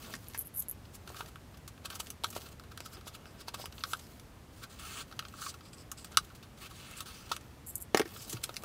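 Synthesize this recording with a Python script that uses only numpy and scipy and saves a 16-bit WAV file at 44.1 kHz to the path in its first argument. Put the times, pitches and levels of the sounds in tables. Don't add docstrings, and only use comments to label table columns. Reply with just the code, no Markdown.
import sys
import numpy as np
from scipy import signal
from scipy.fft import rfft, irfft, next_fast_len
from scipy.io import wavfile

SR = 44100
rng = np.random.default_rng(int(sys.argv[2]) if len(sys.argv) > 2 else 0)


def master_out(mix):
    frames = np.transpose(np.atleast_2d(mix))
    ceiling = np.clip(frames, -1, 1)
    pcm = np.round(ceiling * 32767).astype(np.int16)
    wavfile.write(sys.argv[1], SR, pcm)


def elevation(decibels):
    levels = np.asarray(decibels, float)
    return 10 ** (levels / 20)


N = 381068


def rms_one(x):
    return x / np.sqrt(np.mean(x ** 2) + 1e-20)


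def band(x, low_hz, high_hz):
    return signal.sosfilt(signal.butter(3, [low_hz, high_hz], "band", fs=SR, output="sos"), x + 1e-18)


def coloured(x, spectrum):
    size = next_fast_len(N)
    hz, level_db = np.transpose(spectrum)
    log_hz = np.log(np.fft.rfftfreq(size, 1 / SR) + 1)
    gain = elevation(np.interp(log_hz, np.log(hz), level_db))
    return rms_one(irfft(rfft(x, size) * gain, size)[:N])


def resonate(x, hz, width_hz):
    r, w = np.exp(-np.pi * width_hz / SR), 2 * np.pi * hz / SR
    return signal.lfilter([(1 - r * r) / 2, 0, (r * r - 1) / 2], [1, -2 * r * np.cos(w), r * r], x + 1e-18)


def resonate_twice(x, hz, width_hz):
    return resonate(resonate(x, hz, width_hz), hz, width_hz)


def flutter(rate_hz):
    r = np.exp(-2 * np.pi * rate_hz / SR)
    wander = signal.lfilter([1], [1, -2 * r, r * r], rng.standard_normal(N + SR))
    return rms_one(wander[SR:])


def add(track, s, sound):
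    at = round(s * SR)
    track[at:at + len(sound)] += sound[:N - at]


def fibres(size, per_s, spread_db):
    sizes = elevation(spread_db * np.minimum(rng.exponential(1, size), 5)) * rng.choice([-1, 1], size)
    return sizes * (rng.random(size) < per_s / SR)


def pressure(strokes, onset_db_per_s, lift_db_per_s):
    t = np.arange(0, N, 32) / SR
    plain, bright = 0, 0
    for start, end, first_db, last_db, bright_db in strokes:
        drift_db = np.interp(t, [start, end], [first_db, last_db])
        onset_db = onset_db_per_s * np.maximum(start - t, 0)
        lift_db = lift_db_per_s * np.maximum(t - end, 0)
        db = drift_db - onset_db - lift_db
        plain = plain + elevation(db)
        bright = bright + elevation(db + bright_db)
    return [np.interp(np.arange(N) / SR, t, gain) for gain in (plain, bright)]


def blows(events, modes, lift_db, reach_oct, cut_hz):
    t, out = np.arange(round(.2 * SR)) / SR, np.zeros(N)
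    spread = rng.normal(0, 1.0, (len(events), len(modes)))
    for (s, blow_db, favoured_hz), chance in zip(events, spread):
        for (hz, mode_db, t60), extra_db in zip(modes, chance):
            octaves = np.log2(hz / favoured_hz)
            near = 1 / (1 + (octaves / reach_oct) ** 2) ** 1.68
            decay = elevation(blow_db + mode_db + extra_db + lift_db - 60 * t / t60)
            add(out, s, near * decay * np.sin(2 * np.pi * hz * t))
    return band(out, cut_hz, 8900)


# pitch in Hz, width in Hz, boost in dB at a depth of 1.
BOX_RINGS = [(1265, 955, 9.5), (1770, 610, -2.5), (2687, 480, 3), (3280, 1100, 1.5), (3860, 950, 3.5),
             (4720, 1600, 2.5), (6420, 750, 0), (7480, 630, 2), (9140, 850, -1), (11700, 760, 2.5)]


def box(x, depth):
    for hz, width_hz, boost_db in BOX_RINGS:
        w, a = 2 * np.pi * hz / SR, elevation(depth * boost_db / 2)
        half = np.tan(np.pi * width_hz / SR)
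        rise = [1 + half * a, -2 * np.cos(w), 1 - half * a]
        fall = [1 + half / a, -2 * np.cos(w), 1 - half / a]
        x = signal.lfilter(rise, fall, x)
    return x


# frequency in Hz, relative level in dB.
AIR_SPECTRUM = [(12, -17), (20, -18.5), (60, 2.5), (91, 3.5), (189, -5), (230, -5), (416, -12), (816, -16),
                (1210, -18), (2010, -22.5), (2580, -24), (8890, -32), (15200, -35.5), (15800, -41),
                (16500, -108)]


def air():
    return elevation(-53) * coloured(rng.standard_normal(N), AIR_SPECTRUM)


# start in seconds, end in seconds, first level in dB, last level in dB,
# brightness in dB over that; all levels before the mix of registers.
RUSTLES = [(0.0, 0.155, -59.5, -57.5, 2), (0.18, 0.41, -72.5, -67, 8), (0.46, 1.04, -79, -77, 1),
           (1.07, 1.29, -61, -61.5, -1), (1.31, 1.56, -82, -80, 6), (1.9, 1.97, -56, -57, -0.5),
           (2.03, 2.12, -63.5, -63.5, 7.5), (2.24, 2.385, -66.5, -57, 4.5), (2.41, 2.49, -61.5, -67.5, 6.5),
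           (2.52, 2.55, -61, -71, 3), (2.77, 2.99, -69, -58.5, -6), (3.1, 3.42, -67, -64, -9),
           (3.59, 3.68, -53, -68, 3.5), (3.72, 3.85, -69, -62, 4.5), (3.87, 3.95, -62.5, -79, 10),
           (3.97, 4.07, -71, -74.5, 12), (4.09, 4.3, -64.5, -78, 2), (5.06, 5.35, -70, -63.5, 0),
           (5.52, 5.62, -61, -73, -1), (5.77, 5.825, -62, -64, -5), (5.98, 6.08, -75, -63, -2),
           (6.11, 6.15, -63, -58, -3), (6.2, 6.33, -66, -71, -1), (7.4, 7.6, -64, -70, -4),
           (7.965, 8.03, -46, -58, -7), (8.06, 8.12, -61.5, -58, 2), (8.14, 8.26, -60.5, -65, 5.5),
           (8.28, 8.35, -57, -63, 8), (8.36, 8.64, -64, -62.5, 2.5)]


def rustle_pressure():
    return pressure(RUSTLES, onset_db_per_s=810, lift_db_per_s=910)


# start in seconds, end in seconds, first level in dB,
# last level in dB, brightness in dB over that; all levels before the mix of registers.
CUTS = [(4.53, 4.62, -68, -67, 4), (4.7, 4.78, -59, -62.5, 1), (4.79, 5.022, -53, -46, -0.5),
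        (5.35, 5.4, -64, -62, 5.5), (5.41, 5.505, -56.5, -52.5, 7.5), (6.575, 6.61, -64, -62, 1),
        (6.615, 6.67, -53.5, -52, -2.5), (6.7, 6.79, -60.5, -54.5, -1.5), (6.8, 7.03, -54.5, -54, -3),
        (7.06, 7.28, -50, -60, -1), (7.295, 7.365, -52, -55.5, 1)]


def cut_pressure():
    return pressure(CUTS, onset_db_per_s=2300, lift_db_per_s=1400)


# frequency in Hz, relative level in dB.
BOARD_SPECTRUM = [(150, -3), (600, -7), (1500, -9.5), (4000, -9), (8000, -5), (15600, -2), (16200, -41)]


def rub():
    rustle_plain, rustle_bright = rustle_pressure()
    cut_plain, cut_bright = cut_pressure()
    grains = fibres(N, 11000 * elevation(1.5 * flutter(60)), spread_db=3.0)
    board = coloured(box(grains, depth=1.5), BOARD_SPECTRUM) * elevation(1.3 * flutter(30))
    edges_hz = np.geomspace(150, .4 * SR, 15)
    board = sum(band(board, low, high) * elevation(1.5 * flutter(7)) for low, high in zip(edges_hz, edges_hz[1:]))
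    middle = rms_one(band(board, 1340, 3380))
    rustle_top = rms_one(band(board, 4000, .4 * SR))
    cut_top = rms_one(band(board, 4070, 10000) + elevation(-4.0) * band(board, 14500, .4 * SR))
    boom = rms_one(band(board, 157, 713))
    return ((rustle_plain + cut_plain) * elevation(-4.0) * middle
            + rustle_bright * elevation(-2.5) * rustle_top
            + cut_bright * elevation(-2.0) * cut_top
            + (rustle_plain * elevation(-1) + cut_plain * elevation(-14.5)) * boom)


def crackle():
    decay_ms = 2.04
    r = np.exp(-1000 / (decay_ms * SR))
    creases = np.abs(fibres(N, per_s=45, spread_db=3.0))
    puffs = signal.lfilter([1], [1, -r], creases) * rng.standard_normal(N)
    _, rustle_bright = rustle_pressure()
    return elevation(8.5) * rustle_bright * band(box(puffs, depth=0.51), 1430, 9900)


# time in seconds, decay in ms (held to 30 at most), crack level in dB,
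# box ring in dB over it, crisp top in dB over it; levels before the trim of each register.
SNAPS = [(0.022, 18, -55, -4, -2), (0.138, 3.5, -42.5, 7.5, -7), (0.3452, 10.4, -48, 9, -3),
         (0.6214, 2.9, -58, -9, 13), (1.0754, 2.7, -49.5, 5, -1.5), (1.145, 0.42, -56.5, 14.5, 1),
         (1.208, 0.78, -44, 10, -7), (1.3578, 0.43, -52.5, 10.5, -4), (1.5727, 3.8, -59.5, -3, 2),
         (1.6775, 6, -50, 0.5, 5), (1.7779, 1.9, -60.5, 8.5, -8), (1.9019, 6.5, -45, 2.5, 0.5),
         (2.103, 1.9, -48.5, -4, 12.5), (2.237, 1.5, -39, -2, -2), (2.2431, 2, -31, 3, -3.5),
         (2.303, 4.6, -58.5, -5, 15.5), (2.327, 2.9, -55, 6, 3), (2.5971, 0.7, -53.5, 8.5, -1),
         (2.637, 4.5, -60.5, 9.5, -2), (2.775, 1.4, -46, 4.5, 2), (2.8046, 0.5, -44, -3, 0),
         (2.97, 0.38, -57, 6, -13), (3.0104, 4.3, -59, 5, -3), (3.256, 0.9, -54.5, 7, -10),
         (3.4826, 5.1, -40, -4, -4), (3.5436, 5.3, -42, 3, 1.5), (3.657, 1.1, -43.5, 1, 2),
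         (3.7244, 3.7, -51.5, -1, -4), (3.7807, 3.1, -48.5, -6, -17), (3.806, 8.3, -52, -4, -17),
         (3.8376, 0.62, -32.5, 4, -6), (3.934, 0.81, -35, 10, 0), (4.197, 2.3, -54, -8, 0.5),
         (4.795, 5.9, -54, 6, 5.5), (5.113, 4.4, -56, 7, -6), (5.1243, 3, -53, 9, -6),
         (5.192, 2.1, -35, 1, -5.5), (5.2243, 2.1, -55, 9, -12), (5.251, 3.3, -48, 5, -16),
         (5.339, 0.64, -63.5, 20.5, 3), (5.418, 1.5, -51, 12, -1), (5.425, 0.43, -47, 11.5, -3),
         (5.438, 1.5, -54, 8, -3), (5.4634, 2.7, -47, 12.5, -15), (5.5408, 5.4, -53.5, 6.5, -1),
         (5.608, 2.5, -56, 3, -14), (5.6532, 20, -58.5, -1, -6), (5.7324, 4, -53.5, -3, -8),
         (5.9158, 3, -48, 6.5, 12.5), (5.9773, 33, -56.5, -3, -4), (6.045, 4.1, -49, 2, 5.5),
         (6.145, 4.6, -59, 11, -11), (6.1718, 1.46, -19, 2.5, 0.5), (6.301, 8.5, -62, 11.5, -11),
         (6.35, 18, -58.5, -1, 2.5), (6.4275, 12, -54.5, 0, -4), (6.911, 4.8, -60, 6, 10.5),
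         (6.9745, 11, -59, -3, 8), (7.0055, 3.5, -41.5, 2, 4), (7.3165, 6.2, -34, 5, -2.5),
         (7.3652, 0.34, -42, 1.5, 2.5), (7.9465, 1.2, -27.5, 6, -7.5), (7.9722, 2.6, -29.5, 6.5, -1.5),
         (7.996, 1.8, -32, 5, -4), (8.0157, 1.1, -39.5, 9, -10), (8.0557, 4.6, -52.5, 9, -10),
         (8.1614, 4.6, -50.5, 5, -20), (8.2962, 16, -48, -20, 10), (8.4924, 3.3, -47.5, 7, -3),
         (8.56, 3, -49, -10, 0), (8.567, 0.52, -35, -13, -3), (8.6364, 0.5, -52.5, 10, 7)]
# peak time in seconds, swell in ms, crack level in dB,
# box ring in dB over it, crisp top in dB over it; levels before the trim of each register.
SCUFFS = [(0.0499, 27, -55, 1, -9), (0.128, 28, -53, -6, -10), (0.856, 4, -58.5, -15, -9),
          (0.953, 10.5, -56, -3, 8.5), (1.1046, 4.5, -58, -6, 0), (1.1687, 7.9, -50, 1, -2),
          (1.1963, 26, -54.5, 6, 4), (1.286, 7.9, -60, 1, 5), (1.5453, 3, -59.5, 4, -11),
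          (1.858, 5.5, -41, -1, 0.5), (1.9308, 10, -50, 0, -12), (1.957, 6.2, -48.5, 1, 6),
          (2.004, 4.6, -39, -4, 4.5), (2.3666, 8.7, -47.5, 2.5, 4.5), (2.4648, 10, -54, 1.5, -3),
          (2.7198, 4.1, -54.5, 7.5, -3), (2.8611, 5.4, -49.5, 5, 4), (2.937, 11, -56, 4, 4.5),
          (3.0803, 9.1, -47.5, 0, 3), (3.152, 10, -50, -1, 0), (3.411, 8.2, -53.5, 1, 1.5),
          (3.478, 3, -55, 2, -2), (3.542, 2.2, -48, 2, 0), (3.618, 8.4, -49, -10, -4),
          (3.9196, 28, -55, 2, 10), (4.6384, 10.5, -48, 5, 0), (5.39, 17, -58, 9, -5),
          (5.446, 11, -57, 8, 8), (6.249, 5.3, -61.5, -6, 5), (6.713, 10, -58, 6, 2),
          (6.9886, 16, -53, 0, 1), (8.174, 7.9, -59, -5, 10), (8.226, 17, -54, -18, 7.5),
          (8.3305, 4.6, -46, 0, 10.5), (8.372, 5.6, -49, 2.5, -4), (8.4408, 3.2, -35, -7.5, 6)]


def snaps():
    settling_s = 0.5
    clatter_from_s, clatter_to_s = 7.94, 8.06
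    lead_s = .06
    ms = np.arange(-lead_s * SR, lead_s * SR) / SR * 1000
    rows = [(s, 0.088 + 0.05 * fall_ms, fall_ms, *levels) for s, fall_ms, *levels in SNAPS]
    rows += [(s, swell_ms, 0.66 * swell_ms, *levels) for s, swell_ms, *levels in SCUFFS]
    s, rise_ms, fall_ms, crack_db, ring_db, top_db = np.transpose(rows)[:, :, None]
    rise_ms, fall_ms = np.clip([rise_ms, fall_ms], .1, 30)
    swell = np.exp(np.where(ms < 0, ms / rise_ms, -ms / fall_ms))
    bursts = fibres((len(s), len(ms)), 22000, spread_db=2.0) * swell
    sheen_db = 1.1 * top_db - 0.19 * (crack_db + top_db + 57)
    off_board = (s < settling_s) | ((s > clatter_from_s) & (s < clatter_to_s))
    registers = [(1120, 1620, ring_db + 2.0),
                 (2200, 6000, 1.5),
                 (6000, 10500, top_db + 1.5),
                 (10500, 16100, sheen_db - .6),
                 (1600, 2300, np.where(off_board, ring_db + 4.0, -99))]
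    sounds = 0
    for low, high, level_db in registers:
        part = band(bursts, low, high)
        energy = (rise_ms + fall_ms + 8.3) * (high - low) / 1000
        even_part = part * np.sqrt(energy / np.sum(part ** 2, axis=1, keepdims=True))
        sounds = sounds + elevation(crack_db + level_db) * even_part
    on_box, bare = np.zeros((2, N))
    for at, sound, off in zip(s[:, 0], sounds, off_board[:, 0]):
        early = max(round((lead_s - at) * SR), 0)
        add(bare if off else on_box, max(at - lead_s, 0), sound[early:])
    return box(on_box, depth=1.366) + elevation(5) * bare


# time in seconds, level in dB before the modes, favoured pitch in Hz.
LOW_KNOCKS = [(0.034, -43, 243), (0.098, -56, 756), (0.347, -51, 920), (0.137, -38.5, 250),
              (0.948, -60, 291), (1.075, -41, 374), (1.102, -45, 557), (1.206, -45, 853), (1.849, -43, 506),
              (2.0, -48.5, 860), (2.239, -40, 1070), (2.364, -34, 573), (2.804, -39, 474),
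              (3.069, -46.5, 600), (3.482, -46.5, 870), (3.542, -46.5, 735), (3.598, -43.5, 571),
              (3.641, -47, 780), (3.932, -43.5, 1090), (5.19, -53, 1060), (6.172, -44, 820),
              (7.315, -37.5, 1080), (8.493, -40, 545), (8.636, -43.5, 600)]
# pitch in Hz, relative level in dB, T60 in seconds.
WALL_MODES = [(250, -1.5, 0.12), (363, -10, 0.1), (593, 3, 0.029), (704, 2.5, 0.033), (857, 11.5, 0.012),
              (950, 9.5, 0.034)]


def low_knocks():
    return blows(LOW_KNOCKS, WALL_MODES, lift_db=-2.0, reach_oct=0.59, cut_hz=235)


# start in seconds, end in seconds, spacing in ms per tooth,
# first level in dB, last level in dB, before the modes.
SLIDES = [(0.3791, 0.397, 2.7, -43, -40), (0.3916, 0.4265, 3.6, -32.5, -39), (0.448, 0.478, 2.9, -50, -45),
          (0.5394, 0.572, 3.8, -49, -34), (0.572, 0.607, 3.2, -34, -25.5), (0.5984, 0.618, 3.4, -31, -51),
          (0.688, 0.704, 2.6, -45, -49), (7.6644, 7.71, 6, -38.5, -34), (7.721, 7.755, 4.5, -54, -53),
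          (7.769, 7.782, 3, -56, -40), (7.8014, 7.824, 5.5, -45, -31.5)]
# time in seconds, level in dB before the modes.
SINGLE_TICKS = [(0.2842, -38), (0.3767, -30), (0.3856, -29.5), (0.3917, -35), (0.4584, -47), (0.472, -42),
                (0.542, -40), (0.5494, -36), (0.624, -30), (0.6844, -30.5), (0.6895, -32), (0.6968, -31),
                (0.7122, -29.5), (7.685, -38), (7.7547, -22)]


def teeth():
    jitter, spread_db, most_teeth = 0.05, 2.0, 20
    blade_in_use_s = 4
    rows = list(SINGLE_TICKS)
    chances = rng.standard_normal((len(SLIDES), 2, most_teeth))
    for (start, end, gap_ms, first_db, last_db), chance in zip(SLIDES, chances):
        s = start + gap_ms / 1000 * (np.arange(most_teeth) + jitter * chance[0])
        db = np.interp(s, [start, end], [first_db, last_db]) + spread_db * chance[1]
        rows += list(zip(s[s < end], db[s < end]))
    going_out = [row for row in rows if row[0] < blade_in_use_s]
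    going_in = [row for row in rows if row[0] > blade_in_use_s]
    return going_out, going_in


def ratchet(passed, modes, lift_db, tick_ms):
    ms, out = np.arange(round(.008 * SR)) / SR * 1000, 0
    noise = rng.standard_normal((len(passed), len(modes), len(ms))) * np.exp(-ms / tick_ms)
    noise /= np.sqrt(np.sum(noise ** 2, axis=2, keepdims=True))
    for k, (hz, width_hz, mode_db) in enumerate(modes):
        track = np.zeros(N)
        for (s, tooth_db), ticks in zip(passed, noise):
            add(track, s, elevation(tooth_db + lift_db + mode_db) * ticks[k])
        out = out + resonate_twice(track, hz, 2.0 * width_hz)
    return band(out, 4100, .4 * SR)


# pitch in Hz, half the width of each resonator in Hz, relative level in dB.
SLIDER_OUT = [(6800, 900, -17), (9100, 430, -4.5), (9900, 720, -12), (11650, 370, -3), (11640, 1200, 7),
              (12400, 310, 1), (13000, 900, -15), (15000, 980, -15)]
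# pitch in Hz, half the width of each resonator in Hz, relative level in dB.
SLIDER_IN = [(7600, 550, -1.5), (8500, 500, -5), (9800, 1900, -1.5), (11460, 360, 4), (12400, 760, -4),
             (13800, 650, -1), (15100, 750, -10)]


def slider():
    going_out, going_in = teeth()
    return (ratchet(going_out, SLIDER_OUT, lift_db=18.5, tick_ms=0.48)
            + ratchet(going_in, SLIDER_IN, lift_db=20.5, tick_ms=2.9))


# start in seconds, end in seconds, first level in dB,
# last level in dB, brightness in dB over that.
CRINKLES = [(2.78, 2.87, -67, -61, -8), (2.92, 2.96, -64, -61, -6), (3.06, 3.1, -60, -66, -6),
            (3.26, 3.32, -64, -72, -5), (3.38, 3.42, -63, -57, -6), (3.475, 3.5, -60, -62, -8),
            (3.545, 3.57, -56, -70, -8), (3.595, 3.665, -58, -57, -6), (4.02, 4.07, -62, -68, -6),
            (5.635, 5.69, -69, -65, -1), (5.735, 5.75, -59, -72, 5), (5.775, 5.825, -60, -67, -1),
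            (5.975, 6.03, -60, -65, 3), (6.05, 6.075, -63, -69, 3), (6.97, 6.99, -59, -64, 9),
            (8.14, 8.26, -61, -58, -2)]


def crinkle():
    low_gain, high_gain = pressure(CRINKLES, onset_db_per_s=2300, lift_db_per_s=1400)
    clicks = fibres(N, 6000 * elevation(2.0 * flutter(50)), spread_db=4.5)
    low_ring = rms_one(resonate_twice(clicks, 5050, 1000))
    high_ring = rms_one(resonate_twice(clicks, 7900, 2300))
    return low_gain * low_ring + high_gain * high_ring


# pitch in Hz, width in Hz, mean level in dB, relative.
BLADE_RINGS = [(1260, 130, 0.5), (2680, 220, -3), (4270, 350, -7), (5700, 300, -12), (6440, 300, -12),
               (7340, 300, -12), (9100, 500, -10), (10650, 600, -9), (13400, 500, -13), (14400, 400, -12)]


def rasp():
    slips = fibres(N, 2500 * elevation(3.0 * flutter(40)), spread_db=2.5)
    rings = 0
    for hz, width_hz, level_db in BLADE_RINGS:
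        ring = resonate(slips, hz, width_hz) / np.sqrt(width_hz)
        rings = rings + elevation(level_db + 4.7 * flutter(7.6)) * ring
    cut_plain, _ = cut_pressure()
    return elevation(-6.5) * cut_plain * rms_one(rings)


# time in seconds, level in dB before the modes, favoured pitch in Hz.
DROPS = [(7.9465, -8, 500), (7.973, -32, 800), (7.9955, -29, 600), (7.9968, -12, 330), (8.004, -14, 420),
         (8.0175, -43, 700), (8.056, -26.5, 328), (8.332, -25, 300), (8.341, -26, 115), (8.367, -42, 110)]
# pitch in Hz, relative level in dB, T60 in seconds.
TABLE_MODES = [(115, 7, 0.14), (213, -28, 0.031), (339, -11, 0.074), (420, -4, 0.025), (590, 4, 0.0079),
               (782, 7.5, 0.024), (1020, -8, 0.011)]


def table_drops():
    return blows(DROPS, TABLE_MODES, lift_db=-2.0, reach_oct=0.42, cut_hz=181)


def room(x):
    t60_s, build_up_s = 0.063, 0.0021
    t = np.arange(round(.25 * SR)) / SR
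    tail = rng.standard_normal(len(t)) * elevation(-60 * t / t60_s) * np.clip(t / build_up_s, 0, 1) ** 2
    tail = band(tail, 163, 14000)
    return elevation(-8) * signal.fftconvolve(x, tail / np.sqrt(np.sum(tail ** 2)))[:N]


def scene():
    steady = air()
    near = rub() + crackle() + snaps() + low_knocks() + slider() + crinkle() + rasp() + table_drops()
    return (near + room(near) + steady)[None]


def low_pass(x):
    return signal.sosfilt(signal.butter(12, 17010, fs=SR, output="sos"), x)


def record(dry):
    mix = signal.sosfilt(signal.cheby2(14, 45, 16200, fs=SR, output="sos"), dry)
    return low_pass(mix)


dry = scene()
out = record(dry)
master_out(out)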